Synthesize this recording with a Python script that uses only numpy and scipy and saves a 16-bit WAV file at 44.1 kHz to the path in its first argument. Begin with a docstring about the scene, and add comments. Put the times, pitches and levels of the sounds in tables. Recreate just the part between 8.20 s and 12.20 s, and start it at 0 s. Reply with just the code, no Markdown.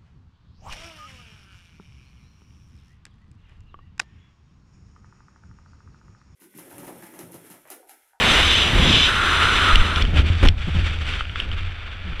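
"""A fast fall, heard from a helmet camera. Air tears past, hisses over an edge and buffets the microphone;
once the body lies flat, a gap in the helmet howls. Big eddies shove the microphone and buckles clack.
The lines pull tight, the parachute cracks open and the harness jolts the mount. Then the wind eases
to the flutter of the canopy, with low flaps of slack cloth and a few sharp snaps of fabric and rigging."""
import sys
import numpy as np
from scipy import signal
from scipy.fft import rfft, irfft
from scipy.io import wavfile
from scipy.ndimage import uniform_filter1d, map_coordinates

SR = 44100
rng = np.random.default_rng(int(sys.argv[2]) if len(sys.argv) > 2 else 0)


def unload_audio(sound):
    """Save the sound as a 16-bit wav file, at the path given as the first command line argument."""
    columns = np.transpose(np.atleast_2d(sound))
    # keep every value between -1 and 1, then stretch to whole-number steps
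    steps = np.round(np.clip(columns, -1, 1) * 32767)
    wavfile.write(sys.argv[1], SR, steps.astype(np.int16))


N = 176400
T, HZ = np.arange(N) / SR, np.fft.rfftfreq(N, 1 / SR)

# fader for the rush of the fall: time_s, level_db
RUSH_FADER = [(0, -20.5), (.13, -14.5), (.27, -20), (.55, -22.5), (.7, -21.5), (.85, -20.5), (.95, -23.5),
              (1.2, -20.5), (1.5, -19), (1.58, -24.5), (1.66, -24.5), (1.72, -28), (1.82, -24), (1.84, -48),
              (1.95, -80)]
# its tone: freq_hz, gain_db
RUSH_EQ = [(100, -15), (300, -2.5), (800, -7.5), (1150, 0), (2400, 1.5), (3700, 0), (4150, -9), (4500, -13),
           (5600, -19), (7000, -18.5), (10000, -24.5), (15000, -43)]
# cavities of the camera housing: centre_hz, width_hz, gain_db
HOUSING_CAVITIES = [(3015, 84, 3.5), (3473, 34, 6), (4560, 120, -2.5), (5070, 65, 5), (6000, 71, 11),
                    (6720, 140, -13.5), (7200, 280, 2)]
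# hiss over an edge while the body rolls: time_s, level_db
HISS_FADER = [(0, -34), (.15, -23.5), (.3, -21), (.44, -21), (.55, -35), (.65, -19.5), (.79, -15),
              (.875, -17.5), (.895, -30), (1, -72)]
# its tone: freq_hz, gain_db
HISS_EQ = [(1200, -67), (2200, 3), (2900, 9), (3450, 8.5), (3800, 7), (4400, -6.5), (6000, -12.5),
           (7500, -16), (10000, -71), (15000, -62)]
# churning air while the body tumbles: time_s, level_db
CHURN_FADER = [(0, -22.5), (.16, -25.5), (.3, -34.5), (.74, -28.5), (.84, -51)]
# its tone: freq_hz, gain_db
CHURN_EQ = [(250, -14.5), (650, 0), (2200, -5), (4500, -15), (15000, -70)]
# buffeting of the microphone, before trim: time_s, level_db
BUFFET_FADER = [(0, -30), (.2, -21), (.5, -27), (.56, -14), (.75, -22.5), (.87, -27.5), (1.5, -24),
                (1.56, -17), (1.7, -27), (1.84, -15), (1.9, -19.5), (2, -11), (2.06, -21), (2.19, -26.5),
                (2.25, -10), (2.32, -20.5), (2.5, -25.5), (2.58, -15), (2.68, -23), (2.95, -26),
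                (3.22, -29), (3.3, -22.5), (3.48, -21.5), (3.54, -29.5), (3.8, -31), (3.9, -24.5),
                (4, -30.5)]
# its tone: freq_hz, gain_db
BUFFET_EQ = [(8, -9), (25, -5.5), (45, -3), (60, -8), (80, 1.5), (95, -4.5), (115, -18), (160, -25),
             (1000, -94)]
# low roar, before trim: time_s, level_db
ROAR_FADER = [(.09, -27), (.3, -38), (.5, -27.5), (.58, -21.5), (.69, -20), (.78, -23), (.85, -36.5),
              (1.55, -33), (1.9, -30.5), (1.97, -24), (2.04, -31), (2.13, -33.5), (2.2, -40), (2.24, -25.5),
              (2.33, -39.5), (2.52, -55), (2.57, -32.5), (2.75, -40.5), (3.05, -50), (3.27, -40.5),
              (3.6, -55), (4, -46.5)]
# its tone: freq_hz, gain_db
ROAR_EQ = [(60, -11), (130, 1), (190, 1), (280, -1), (420, -8), (900, -17), (2000, -23), (6000, -53)]
# howl of the helmet gap: time_s, pitch_hz, level_db
HOWL_PATH = [(.83, 1510, -47), (.89, 1480, -22.5), (.97, 1430, -23), (1.27, 1395, -19.5),
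             (1.4, 1369, -23.5), (1.51, 1353, -19), (1.58, 1370, -26.5), (1.79, 1350, -26.5),
             (1.85, 1380, -72)]
# thin hiss of the same gap: freq_hz, gain_db
GAP_HISS_EQ = [(2800, -10), (3500, 4.5), (4150, 10.5), (4600, -40), (8300, -14), (9600, -9.5), (10400, -54)]
# slow shoves of air: start_s, length_s, peak_db
SHOVE_CUES = [(1.528, 0.033, -6.5), (1.577, 0.05, -7.5), (2.23, .022, -4.5), (2.256, .039, -5)]
# clacks of harness buckles and rings: start_s, peak_db, tilt_db_per_octave
CLACK_CUES = [(1.5565, -0.5, -4.5), (1.7599, -9.5, 0.5), (1.823, -10, 3), (2.273, -7, -3), (2.2857, -4, 1)]
# ring of that metal: pitch_hz, level_db
BUCKLE_MODES = [(2400, -0.5), (2800, 0), (3340, 1), (4300, -6.5), (5000, -13), (5480, -8)]
# flutter of canopy and lines, before trim: time_s, level_db
FLUTTER_FADER = [(1.84, -36), (1.93, -37.5), (1.975, -24), (2.04, -37.5), (2.14, -31.5), (2.285, -34.5),
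                 (2.31, -45), (2.355, -47.5), (2.39, -35), (2.46, -39), (2.6, -32), (2.69, -35.5),
                 (2.86, -32), (2.89, -27.5), (2.99, -34.5), (3.06, -41), (3.15, -37), (3.195, -31),
                 (3.24, -38.5), (3.39, -34.5), (3.51, -37.5), (3.8, -40.5), (4, -38)]
# its tone: freq_hz, gain_db
FLUTTER_EQ = [(300, -9), (950, -12.5), (1370, 0), (2050, -4), (2380, 1.5), (2620, -1), (3550, -2),
              (4050, -14.5), (4550, -13), (5100, -21.5), (5900, -20.5), (6500, -29), (7400, -25.5),
              (10500, -39), (15000, -60)]
# snaps of fabric and rigging: start_s, peak_db, tilt_db_per_octave
SNAP_CUES = [(1.851, -14.5, 5), (2.937, -15, -3), (3.0083, -12.5, -8.5), (3.053, -21, -2),
             (3.096, -21, -6.5), (3.1582, -13, -2.5), (3.2006, -8.5, 5.5), (3.3153, -18.5, -1),
             (3.932, -22.5, -11)]
# tone of the snaps and the buckles' ticks: freq_hz, gain_db
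SNAP_EQ = [(100, -23), (950, -10), (1400, 8), (2000, 1.5), (3050, 12.5), (3500, 4), (4000, -16),
           (4800, -10), (5800, -21), (6500, -27), (7700, -25), (9000, -35), (15000, -57)]
# jolts through the mount: start_s, level_db
JOLT_CUES = [(1.935, -12), (1.987, -10.5), (2.101, -8.5), (2.2918, -12.5), (2.567, -11)]
# bursts of cloth filling with air: start_s, hold_s, level_db
BURST_CUES = [(2.227, 0.013, -19), (2.249, 0.014, -19), (2.271, 0.014, -32)]
# their tone: freq_hz, gain_db
BURST_EQ = [(120, -6), (200, 5), (420, -0.5), (720, -7), (1400, -5), (3300, -7.5), (4400, -21), (9500, -33),
            (15000, -52)]
# low flaps of slack cloth: start_s, length_s, level_db, pitch_hz
FLAP_CUES = [(2.468, 0.036, -21.5, 162), (2.54, 0.035, -23.5, 182), (3.84, 0.11, -34, 172)]

WAVER_RATE_HZ = 22.21  # how fast the flow bends the resonances


def amp(db):
    """Decibels to gain."""
    return 10 ** (np.asarray(db) / 20)


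def unit(x):
    """Scales to rms 1."""
    return x / np.sqrt(np.mean(x ** 2) + 1e-20)


def curve(table, column=1):
    """One column of a time table, at every sample."""
    rows = np.array(table)
    return np.interp(T, rows[:, 0], rows[:, column])


def eq(points, hz=HZ):
    """An EQ curve in dB, drawn on a log-frequency axis."""
    freq_hz, db = np.transpose(points)
    return np.interp(np.log(hz + 1), np.log(freq_hz), db)


def shaped(x, db):
    """Filters by an EQ curve, to rms 1."""
    return unit(irfft(rfft(x) * amp(db), N))


def treble_shelf(x, corner_hz, db):
    """Rides everything above a corner with a moving gain."""
    return x + (amp(db) - 1) * irfft(rfft(x) / (1 + (corner_hz / (HZ + 1)) ** 4), N)


def wobble(rate_hz):
    """Random motion up to a rate, rms 1."""
    return unit(irfft(rfft(rng.standard_normal(N)) / (1 + (HZ / rate_hz) ** 2) ** 2, N))


def eddies(rate_hz, depth_db):
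    """Noise whose strength jumps with each passing eddy."""
    return rng.standard_normal(N) * amp(depth_db * wobble(rate_hz))


def steadied(x, span_s):
    """Compresses the slow swells of a low noise."""
    power = np.abs(uniform_filter1d(x ** 2, int(span_s * SR)))
    return x / np.sqrt(power + 0.4)


def add(mix, start_s, sound):
    """Drops a sound in at its cue."""
    part = mix[max(round(start_s * SR), 0):][:len(sound)]
    part += sound[:len(part)]


def housing():
    """Peaks and dips of the housing's cavities, in dB."""
    return sum(db * np.exp(-.5 * ((HZ - hz) / width) ** 2) for hz, width, db in HOUSING_CAVITIES)


def wavering(x, depth=0.011):
    """The changing flow bends the resonances of a noise a little up and down."""
    playhead = np.cumsum(1 + depth * wobble(WAVER_RATE_HZ))
    return map_coordinates(x, [playhead], order=3, mode="wrap")


def rush():
    """Turbulent air through the housing; its top octave fades as the fall slows."""
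    air = shaped(eddies(rate_hz=55, depth_db=1.0), eq(RUSH_EQ) + housing())
    return amp(curve(RUSH_FADER)) * treble_shelf(air, 6600, db=np.interp(T, [.6, 1.8], [1.5, -4.5]))


def edge_hiss():
    """A sputtering jet over an edge, coloured by the housing."""
    return amp(curve(HISS_FADER)) * shaped(eddies(rate_hz=22, depth_db=1.5), eq(HISS_EQ) + housing())


def churn():
    """Broad, lumpy air that dies down once the flow settles on the helmet."""
    return amp(curve(CHURN_FADER)) * shaped(eddies(rate_hz=43, depth_db=1.5), eq(CHURN_EQ))


def buffeting(trim_db=-1):
    """Lumps of pressure on the microphone, deeper as the fall slows, and the rough roar above them."""
    lumps = steadied(shaped(rng.standard_normal(N), eq(BUFFET_EQ)), span_s=0.0514)
    lumps = treble_shelf(lumps, 58, db=np.interp(T, [2.8, 3.5], [0, -6]))
    roar = steadied(shaped(eddies(rate_hz=50, depth_db=2.5), eq(ROAR_EQ)), span_s=.05)
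    return amp(trim_db) * (unit(lumps) * amp(curve(BUFFET_FADER)) + unit(roar) * amp(curve(ROAR_FADER)))


def howl(half_width_hz=89, wander_hz=16.1):
    """A helmet gap resonates, its pitch wandering and sinking with the flow, under a thin hiss."""
    band_db = -10 * np.log10((1 + (HZ / half_width_hz) ** 2) * (1 + (HZ / 450) ** 4))
    pitch_hz = curve(HOWL_PATH) + wander_hz * wobble(WAVER_RATE_HZ)
    phase = 2 * np.pi * np.cumsum(pitch_hz) / SR
    a, b = (shaped(noise, band_db) for noise in rng.standard_normal((2, N)))
    tone = unit(a * np.cos(phase) + b * np.sin(phase))  # low noise shifted up to the pitch
    hiss = amp(-13.5) * shaped(rng.standard_normal(N), eq(GAP_HISS_EQ))
    return amp(curve(HOWL_PATH, column=2)) * (tone + hiss)


def shoves():
    """A large eddy pushes on the microphone, then sucks."""
    return sum(amp(db) * np.sin(2 * np.pi * np.clip((T - start_s) / length_s, 0, 1))
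               for start_s, length_s, db in SHOVE_CUES)


def buckle_clacks(chatter_s=0.0012, t60_s=0.011, tick_db=1):
    """Metal hardware strikes, chatters for a moment and rings briefly, damped by the webbing."""
    out, t = np.zeros(N), T[:SR // 10]
    contact = np.exp(-t / chatter_s)
    for start_s, peak_db, tilt in CLACK_CUES:
        modes = sum(amp(db + tilt * np.log2(hz)) * np.sin(2 * np.pi * (hz * t + rng.random()))
                    for hz, db in BUCKLE_MODES)
        ring = unit(modes) * amp(-60 * t / t60_s)
        tick = contact * shaped(rng.standard_normal(N), eq(SNAP_EQ) + tilt * np.log2(HZ + 1))[:len(t)]
        clack = (ring + amp(tick_db) * tick) * (1 - contact ** 2)
        add(out, start_s, amp(peak_db) * clack / np.abs(clack).max())
    return out


def canopy_flutter(crinkles_per_s=240, crinkle_db=-7.5, trim_db=1):
    """Cloth pulses and crinkles, duller as the speed falls, over a faint, steady bed of air."""
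    hits = rng.random(N) < crinkles_per_s / SR
    sizes = amp(2.9 * np.minimum(rng.exponential(1, N), 3))
    crinkles = amp(crinkle_db) * unit(hits * sizes * rng.choice([-1, 1], N))
    cloth = shaped(eddies(rate_hz=29, depth_db=2.5) + crinkles, eq(FLUTTER_EQ))
    cloth = treble_shelf(cloth, 4150, db=np.interp(T, [2.9, 3.6], [1.0, -7.0]))
    fade_in = np.clip((T - 1.8) / 0.039, 0, 1)
    air_bed = amp(-77) * rng.standard_normal(N)
    return cloth * amp(curve(FLUTTER_FADER) + trim_db) * fade_in + air_bed


def snaps(crack_s=0.00075, tail_s=0.0067, tail_db=-12.5):
    """Fabric and rigging snap: a millisecond crack with a short rustling tail."""
    size = 2048
    out, t, hz = np.zeros(N), T[:size], np.fft.rfftfreq(size, 1 / SR)
    for start_s, peak_db, tilt in SNAP_CUES:
        crack = rng.standard_normal(size) * (np.exp(-t / crack_s) + amp(tail_db) * np.exp(-t / tail_s))
        log_gain = np.log(amp(eq(SNAP_EQ, hz) + tilt * np.log2((hz + 300) / 3000)))
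        mirrored = np.r_[log_gain, log_gain[-2:0:-1]]
        minimum_phase = np.exp(np.conj(signal.hilbert(mirrored)))[:len(hz)]  # keeps the attack sharp
        snap = irfft(rfft(crack) * minimum_phase)
        add(out, start_s, amp(peak_db) * snap / np.abs(snap).max())
    return out


def mount_jolts(pitch_hz=83.2, t60_s=0.33, attack_s=0.0026):
    """Tugs on the harness make the camera mount ring with a low thud."""
    out, t = np.zeros(N), T[:SR // 2]
    thud = np.sin(2 * np.pi * pitch_hz * t) * np.minimum(t / attack_s, 1) * amp(-60 * t / t60_s)
    for start_s, db in JOLT_CUES:
        add(out, start_s, amp(db) * thud)
    return out


def cloth_bursts(attack_s=0.0013, release_s=0.0061):
    """The cloth fills and rips taut in short bursts of noise."""
    envelope = np.zeros(N)
    for start_s, hold_s, db in BURST_CUES:
        attack = np.clip((T - start_s) / attack_s, 0, 1)
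        release = np.exp(-np.maximum(T - start_s - hold_s, 0) / release_s)
        envelope += amp(db) * attack * release
    return envelope * shaped(rng.standard_normal(N), eq(BURST_EQ))


def slack_flaps(sag=0.2, roughness=0.38):
    """Slack cloth beats in a short, rough flutter that slows."""
    out = np.zeros(N)
    for start_s, length_s, db, hz in FLAP_CUES:
        progress = np.clip((T - start_s) / length_s, 0, 1)
        beat = np.sin(2 * np.pi * hz * length_s * (progress - sag * (progress - .5) ** 2))
        grit = roughness * shaped(rng.standard_normal(N), eq(ROAR_EQ))
        out += amp(db) * np.sin(np.pi * progress) * (beat + grit)
    return out


def scene():
    """All the air, cloth and hardware at one microphone."""
    wind = wavering(rush() + edge_hiss()) + churn() + howl() + buffeting() + shoves()
    cloth = canopy_flutter() + snaps() + cloth_bursts() + slack_flaps()
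    hardware = buckle_clacks() + mount_jolts()
    return (wind + cloth + hardware)[None]


def record(dry):
    """Soft overload rounds the peaks, then a steep low-pass takes off the very top."""
    clipped = dry / (1 + dry ** 8) ** (1 / 8)
    lowpass = signal.firwin(511, cutoff=15250, window=("kaiser", 9), fs=SR)
    return signal.oaconvolve(clipped, lowpass[None], "same")


dry = scene()
out = record(dry)
unload_audio(out)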